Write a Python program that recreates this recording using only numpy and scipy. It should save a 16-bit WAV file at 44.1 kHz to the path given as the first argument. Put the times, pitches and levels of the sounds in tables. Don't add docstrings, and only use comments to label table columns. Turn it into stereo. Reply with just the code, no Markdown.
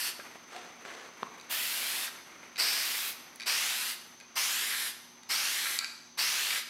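import sys
import numpy as np
from scipy import signal
from scipy.fft import rfft, irfft
from scipy.io import wavfile

SR = 44100
rng = np.random.default_rng(int(sys.argv[2]) if len(sys.argv) > 2 else 0)


def wrap_up_sound(samples):
    columns = np.atleast_2d(samples).T
    tamed = np.clip(columns, -1, 1)
    steps = np.round(tamed * 32767).astype(np.int16)
    wavfile.write(sys.argv[1], SR, steps)


N = 295029
FRAME, HOP = 512, 128
TIME = np.arange(N) / SR
BIN_HZ = np.fft.rfftfreq(FRAME, 1 / SR)
FRAME_S = np.arange(0, N + FRAME, HOP)[:, None] / SR

# f/Hz, relative level/dB
AIR_SPECTRUM = [(15, -52), (25, -62), (123, -3.5), (249, 7.5), (427, -19), (591, 0.5), (714, -4), (863, 4),
                (1790, -10), (2990, -3), (3340, -4), (5000, -2.5), (6050, -8), (6920, -29), (16000, -23)]
RUSH_SPECTRUM = [(80, -26), (300, -0.5), (600, -4.5), (900, -3.5), (1300, 0), (1700, -4.5), (2100, 0.5),
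                 (2700, -8), (5000, -16), (8000, -19), (12500, -20), (16000, -36)]
# f/Hz, level/dB
HUM_PARTIALS = [(59, -93), (86, -84), (120, -82.5), (172, -77), (240, -68), (360, -73)]
# f/Hz, T60/s
ROOM_DECAY = [(200, 1), (1000, 0.89), (2500, 0.68), (5000, 0.81), (8000, 0.67), (12000, 0.75),
              (16000, 0.32)]
# f/Hz, coherence
ROOM_COHERENCE = [(200, 0.94), (600, 0.88), (1200, 0.98), (3000, 0.99), (5000, 0.85), (8000, 0.1),
                  (16000, 0.1)]
# t/s, level/dB, f/Hz, T60/s
DULL_KNOCKS = [(0.1926, -38, 580, 0.026), (0.3562, -41, 687, 0.029), (0.8521, -26.5, 1580, 0.0061),
               (1.089, -36, 1220, 0.0079), (1.2257, -33, 474, 0.016), (1.2307, -17, 1100, 0.0095)]
# f/Hz, relative level/dB
RUB_SPECTRUM = [(150, -24), (400, 3.5), (700, 1), (1700, 1), (2800, -3), (5000, -9), (8000, -13),
                (12000, -21.5), (16000, -32)]
# start/s, attack/s, stop/s, level/dB, fade/(dB/s)
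RUB_STROKES = [(0.49, 0.052, 0.74, -45.5, 74), (0.846, 0.0066, 1.1, -45, 38)]
# f/Hz, relative level/dB, T60/s
CAN_MODES = [(1348, -12.5, 0.046), (1615, -4, 0.052), (1994, -1, 0.026), (2282, -0.5, 0.055),
             (2480, 3.5, 0.044), (3100, -12, 0.011), (3860, 7, 0.016), (4320, -6.5, 0.022),
             (4570, 9, 0.019), (5260, -32, 0.0099), (7900, -39, 0.012), (10600, 3, 0.005),
             (11600, -24, 0.0082)]
# t/s, level/dB, hardness/(dB/octave), number of taps, tap interval/s
CAN_TAPS = [(0.1988, -36.5, -19, 1, 0), (1.3986, -40.5, 1, 2, 0.0147), (2.078, -35, -41, 1, 0),
            (2.5593, -35, -2, 2, 0.0113), (3.359, -38, 17, 1, 0), (3.399, -32.5, -1, 5, 0.0097),
            (4.201, -42, -3, 2, 0.0075), (4.714, -32, -15, 4, 0.0099), (5.2334, -42, 1, 1, 0),
            (5.6564, -30, -21, 3, 0.012), (5.7893, -17.5, 3, 1, 0), (5.8101, -33.5, -29, 3, 0.013),
            (5.845, -25.5, -4, 1, 0), (6.191, -24.5, 0, 1, 0), (6.506, -25, -8, 3, 0.025)]
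# f/Hz, relative level/dB
JET_SPECTRUM = [(240, -29.5), (400, -7.5), (474, -22.5), (520, -13.5), (826, -8), (1010, -6), (1650, -2),
                (1790, -1.5), (2880, 0), (4510, -1.5), (5690, -4.5), (7060, -7.5), (11900, -13),
                (15000, -12.5), (16000, -24)]
# f/Hz, coherence
JET_COHERENCE = [(300, 0.996), (3000, 0.998), (5000, 0.96), (7000, 0.74), (10000, 0.55), (15000, 0.47)]
# f/Hz, share
ROAR_SHARE = [(1100, 1.0), (2100, 0.22)]
FIZZ_SHARE = [(6500, 0), (11000, 1.0), (15000, 0.78)]
SIZZLE_SHARE = [(11500, 0), (14000, 1)]
PAN_SHARE = [(6000, 0), (12000, 1)]
# open/s, shut/s, body level/dB, body sag/(dB/s), fizz level/dB,
# sizzle level/dB, sizzle drift/(dB/s), treble left minus right/dB,
# hollow peak's starting f/Hz, its glide/(octave/s), its height/dB
NOZZLE_PRESSES = [(-0.3, 0.106, -40.5, -6, -36.5, -7, -3, -1, 4400, 0.74, 28),
                  (1.493, 2.076, -38, 2.5, -38, 4, -16, -3, 2980, 0.09, 1.5),
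                  (2.575, 3.117, -32.5, 15.5, -39, -4.5, 13, -3.5, 4930, 0.5, 8.5),
                  (3.457, 3.938, -31.5, 18.5, -38, -4.5, -1, -0.5, 4840, 2.1, 5.5),
                  (4.353, 4.907, -33, 13.5, -37, -2.5, -12, -1, 5270, 2.3, 7),
                  (5.288, 5.783, -33, 12.5, -38, -6, 1, 0, 4930, 1.66, 6),
                  (6.172, 6.606, -33, 8.5, -39, -2, -7, 0, 4820, 2.2, 6.5)]
# nearest t/s, echo delay then/s, echo strength, ring level/dB
WING_PASSES = [(0, 0.00065, 0.25, 0), (2.12, 0.0011, 0.2, 4), (3.2, 0.00072, 0.13, 0),
               (3.98, 0.00062, 0.2, 0), (4.76, 0.00051, 0.28, 7), (5.68, 0.00049, 0.26, 7),
               (6.62, 0.00054, 0.18, 2)]


def gain_of(db):
    return 10 ** (np.asarray(db) / 20)


def unit_rms(x):
    return x / np.sqrt(np.mean(x ** 2) + 1e-20)


def curve(points, hz=BIN_HZ):
    f, value = np.transpose(points)
    return np.interp(np.log(hz + 1), np.log(f + 1), value)


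def bell(centre_hz, octaves):
    return np.exp(-.5 * (np.log2((BIN_HZ + 1) / centre_hz) / octaves) ** 2)


def normalised(spectrum_db, lo_hz=0, hi_hz=SR / 2):
    inside = (BIN_HZ >= lo_hz) & (BIN_HZ <= hi_hz)
    return spectrum_db - 10 * np.log10(np.mean(gain_of(spectrum_db) ** 2 * inside))


def band(x, lo_hz, hi_hz):
    return signal.sosfilt(signal.butter(2, [lo_hz, hi_hz], "bandpass", fs=SR, output="sos"), x)


def add(track, start_s, sound):
    part = track[max(round(start_s * SR), 0):][:len(sound)]
    part += sound[:len(part)]


def coloured(noises, spectrum_db, coherence=ROOM_COHERENCE):
    framing = dict(nperseg=FRAME, noverlap=FRAME - HOP)
    first, second = signal.stft(noises, **framing)[2].transpose(0, 2, 1)
    likeness = np.clip(curve(coherence), -1, .999)
    middle, side = first * np.sqrt((1 + likeness) / 2), second * np.sqrt((1 - likeness) / 2)
    gain = gain_of(spectrum_db + np.zeros_like(FRAME_S))[..., :len(first), :]
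    stereo = np.array([middle + side, middle - side]) * gain
    return signal.istft(stereo.transpose(0, 2, 1), **framing)[1][:, :noises.shape[1]]


def wander(rate_hz):
    f = np.fft.rfftfreq(N, 1 / SR)
    return unit_rms(irfft(rfft(rng.standard_normal(N)) * np.exp(-(f / rate_hz) ** 2), N))


def grainy(flutter_db, flutter_hz):
    return unit_rms(rng.standard_normal((2, N)) * gain_of(flutter_db * wander(flutter_hz)))


def room_air(level_db=-60.5):
    return gain_of(level_db) * coloured(rng.standard_normal((2, N)), normalised(curve(AIR_SPECTRUM)))


def rush(level_db=-53, hold_s=2.46, fade_db_per_s=3.5):
    noise = coloured(grainy(flutter_db=2.0, flutter_hz=29.3), normalised(curve(RUSH_SPECTRUM)))
    return noise * gain_of(level_db - fade_db_per_s * np.maximum(TIME - hold_s, 0))


def whine(hz=6130, level_db=-59):
    spectrum_db = normalised(20 * np.log10(bell(hz, octaves=0.054) + 1e-6))
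    return gain_of(level_db) * coloured(rng.standard_normal((2, N)), spectrum_db)


def mains_hum(waver_rad=0.41):
    return sum(gain_of(db) * np.sqrt(2) * np.sin(2 * np.pi * hz * TIME + waver_rad * wander(rate_hz=13.6))
               for hz, db in HUM_PARTIALS)


def reverberation(sound, gap_s=0.0064, drift_hz=1.3, tails=3):
    out = np.zeros((2, N))
    decay_db = -60 * FRAME_S / curve(ROOM_DECAY)
    for k in range(tails):
        tail = coloured(rng.standard_normal((2, SR)), decay_db) * (TIME[:SR] > gap_s)
        share = np.sqrt(2 / tails) * np.cos(np.pi * (2 * drift_hz * TIME + k / tails))
        out += signal.fftconvolve((sound.mean(0) * share)[None], unit_rms(tail) / np.sqrt(SR), axes=1)[:, :N]
    return out


def knocks(thud_hz=160, thud_db=-22, thud_s=0.0025, tick_db=-8, tick_s=0.00078):
    t, out = np.arange(SR // 8) / SR, np.zeros(N)
    for start_s, level_db, hz, t60 in DULL_KNOCKS:
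        ring = np.sin(2 * np.pi * hz * t) * gain_of(-60 * t / t60)
        thud = -gain_of(thud_db) * np.sin(2 * np.pi * thud_hz * t) * np.exp(-t / thud_s)
        noise = unit_rms(band(rng.standard_normal(len(t)), lo_hz=1280, hi_hz=2760))
        tick = gain_of(tick_db) * noise * np.exp(-t / tick_s)
        add(out, start_s, gain_of(level_db) * (ring + thud + tick))
    return band(out, lo_hz=90, hi_hz=6900)


def rubbing(release_s=0.0085):
    envelope = np.zeros(N)
    for start_s, attack_s, stop_s, level_db, fade in RUB_STROKES:
        gate = np.clip((TIME - start_s) / attack_s, 0, 1) * np.clip((stop_s - TIME) / release_s, 0, 1)
        envelope += gate * gain_of(level_db - fade * np.maximum(TIME - start_s - attack_s, 0))
    return envelope * coloured(grainy(flutter_db=2.5, flutter_hz=300), normalised(curve(RUB_SPECTRUM)))


def squeak(at_s=0.564, width_s=0.0065, level_db=-39, centre_hz=722, glide_hz=68.5, jitter=0.039):
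    progress = (TIME - at_s) / width_s
    hz = (centre_hz + glide_hz * np.tanh(progress / 2)) * (1 + jitter * wander(rate_hz=180))
    envelope = gain_of(level_db) * np.exp(1 - np.hypot(1, progress))
    return envelope * np.sin(2 * np.pi * np.cumsum(hz) / SR)


def tap(hardness, scatter_db=3.5, detune=0.012, crack_db=-5, crack_s=0.0016, crack_spread=1.57):
    hz, db, t60 = np.transpose(CAN_MODES)[:, :, None]
    t = np.arange(SR // 4) / SR
    scatter, shift, polarity = rng.standard_normal((3, len(CAN_MODES), 1))
    weight = gain_of(db + hardness * np.log2(hz / hz.mean()) + scatter_db * scatter) * np.sign(polarity)
    weight /= np.linalg.norm(weight)
    modes = weight * gain_of(-60 * t / t60) * np.sin(2 * np.pi * hz * (1 + detune * shift) * t)
    centroid_hz = np.sum(weight ** 2 * hz)
    noise = band(rng.standard_normal(len(t)), centroid_hz / crack_spread, centroid_hz * crack_spread)
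    crack = gain_of(crack_db) * unit_rms(noise) * np.exp(-t / crack_s)
    return modes.sum(0) + crack


def can_taps(bounce_db=-0.5, unevenness=0.2):
    out = np.zeros(N)
    for at_s, level_db, hardness, taps, interval_s in CAN_TAPS:
        for k in range(round(taps)):
            add(out, at_s, gain_of(level_db + k * bounce_db) * tap(hardness))
            at_s += interval_s * (1 + unevenness * rng.uniform(-1, 1))
    return band(out, lo_hz=750, hi_hz=16300)


def paint_spits(per_s=24, peak=7.6):
    return peak * rng.uniform(-1, 1, N) * (rng.random(N) < per_s / SR)


def hollow_peak(age, start_hz, glide, lasts_s=0.24, series_share=0.49):
    centre_hz = start_hz * 2 ** (glide * age)
    odd_series = -np.cos(3 * np.pi * BIN_HZ / centre_hz) * (BIN_HZ > centre_hz / 2)
    peak = (1 - series_share) * bell(centre_hz, octaves=0.19) + series_share * odd_series
    return np.exp(-(age / lasts_s) ** 2) * peak


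def echo_comb_db(from_nearest_s, least_delay_s, strength, swing_s_per_s=0.0022,
                 hull_share=0.7, hull_lag_s=0.000456):
    delay_s = np.hypot(least_delay_s, swing_s_per_s * from_nearest_s)
    wing = strength * np.sqrt(least_delay_s / delay_s) * np.exp(-2j * np.pi * BIN_HZ * delay_s)
    hull = hull_share * wing * np.exp(-2j * np.pi * BIN_HZ * hull_lag_s)
    return 20 * np.log10(abs(1 + wing + hull))


def gap_ring(from_nearest_s, hz=1700, lasts_s=0.062):
    return np.exp(-(from_nearest_s / lasts_s) ** 2) * bell(hz, octaves=0.07)


def jet_db(age, body_db, fizz_db, sizzle_db, roar_db=-13.5, roar_rise_db_per_s=6,
           puff_db=12.5, puff_s=0.034, bore_hz=12200, bore_db=3.3):
    spectrum = normalised(curve(JET_SPECTRUM), 1800, 4000)
    base_fizz_db = (spectrum - normalised(spectrum, 10000, 15800))[0]
    base_roar_db = (spectrum - normalised(spectrum, 500, 1500))[0]
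    puff = puff_db * np.exp(-age / puff_s)
    roar = (roar_db + roar_rise_db_per_s * age + puff - base_roar_db) * curve(ROAR_SHARE)
    fizz = (fizz_db - body_db - base_fizz_db) * curve(FIZZ_SHARE)
    sizzle = sizzle_db * curve(SIZZLE_SHARE)
    bore = bore_db * bell(bore_hz, octaves=0.068)
    return spectrum + body_db + roar + fizz + sizzle + bore


def spray(opening_s=0.026, closing_s=0.055, margin_s=0.1, trim_db=-0.31):
    spectrum_db, valve = np.zeros((2, len(FRAME_S), len(BIN_HZ))), np.zeros(N)
    for press, (nearest_s, least_delay_s, echo, ring_db) in zip(NOZZLE_PRESSES, WING_PASSES):
        open_s, shut_s, body_db, sag, fizz_db, sizzle_db, drift, pan_db, peak_hz, glide, peak_db = press
        active = (FRAME_S[:, 0] > open_s - margin_s) & (FRAME_S[:, 0] < shut_s + margin_s)
        t = FRAME_S[active]
        age = np.maximum(t - open_s, 0)
        db = jet_db(age, body_db - sag * age, fizz_db, sizzle_db + drift * age)
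        db += peak_db * hollow_peak(age, peak_hz, glide)
        db += echo_comb_db(t - nearest_s, least_delay_s, echo)
        db += ring_db * gap_ring(t - nearest_s)
        side_db = pan_db * curve(PAN_SHARE) / 2
        spectrum_db[:, active] = db + side_db, db - side_db
        valve += np.clip((TIME - open_s) / opening_s, 0, 1) * np.clip((shut_s - TIME) / closing_s + .5, 0, 1)
    sputter = grainy(flutter_db=0.62, flutter_hz=450) + paint_spits()
    sputter *= gain_of(0.19 * wander(rate_hz=34))
    return gain_of(trim_db) * valve * coloured(sputter, spectrum_db, JET_COHERENCE)


def scene():
    hiss, handling, thumps = spray(), can_taps() + rubbing() + squeak(), knocks()
    reverberant = reverberation(gain_of(-8.5) * hiss + gain_of(-5.5) * handling + gain_of(-11) * thumps)
    background = room_air() + rush() + whine() + mains_hum()
    return background + reverberant + thumps + handling + hiss


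def record(dry, low_cut_hz=42, edge_hz=15900):
    thinned = signal.sosfilt(signal.butter(2, low_cut_hz, "highpass", fs=SR, output="sos"), dry)
    low_pass = signal.firwin(511, edge_hz, window=("kaiser", 9), fs=SR)
    return signal.oaconvolve(thinned, low_pass[None], "same")


dry = scene()
out = record(dry)
wrap_up_sound(out)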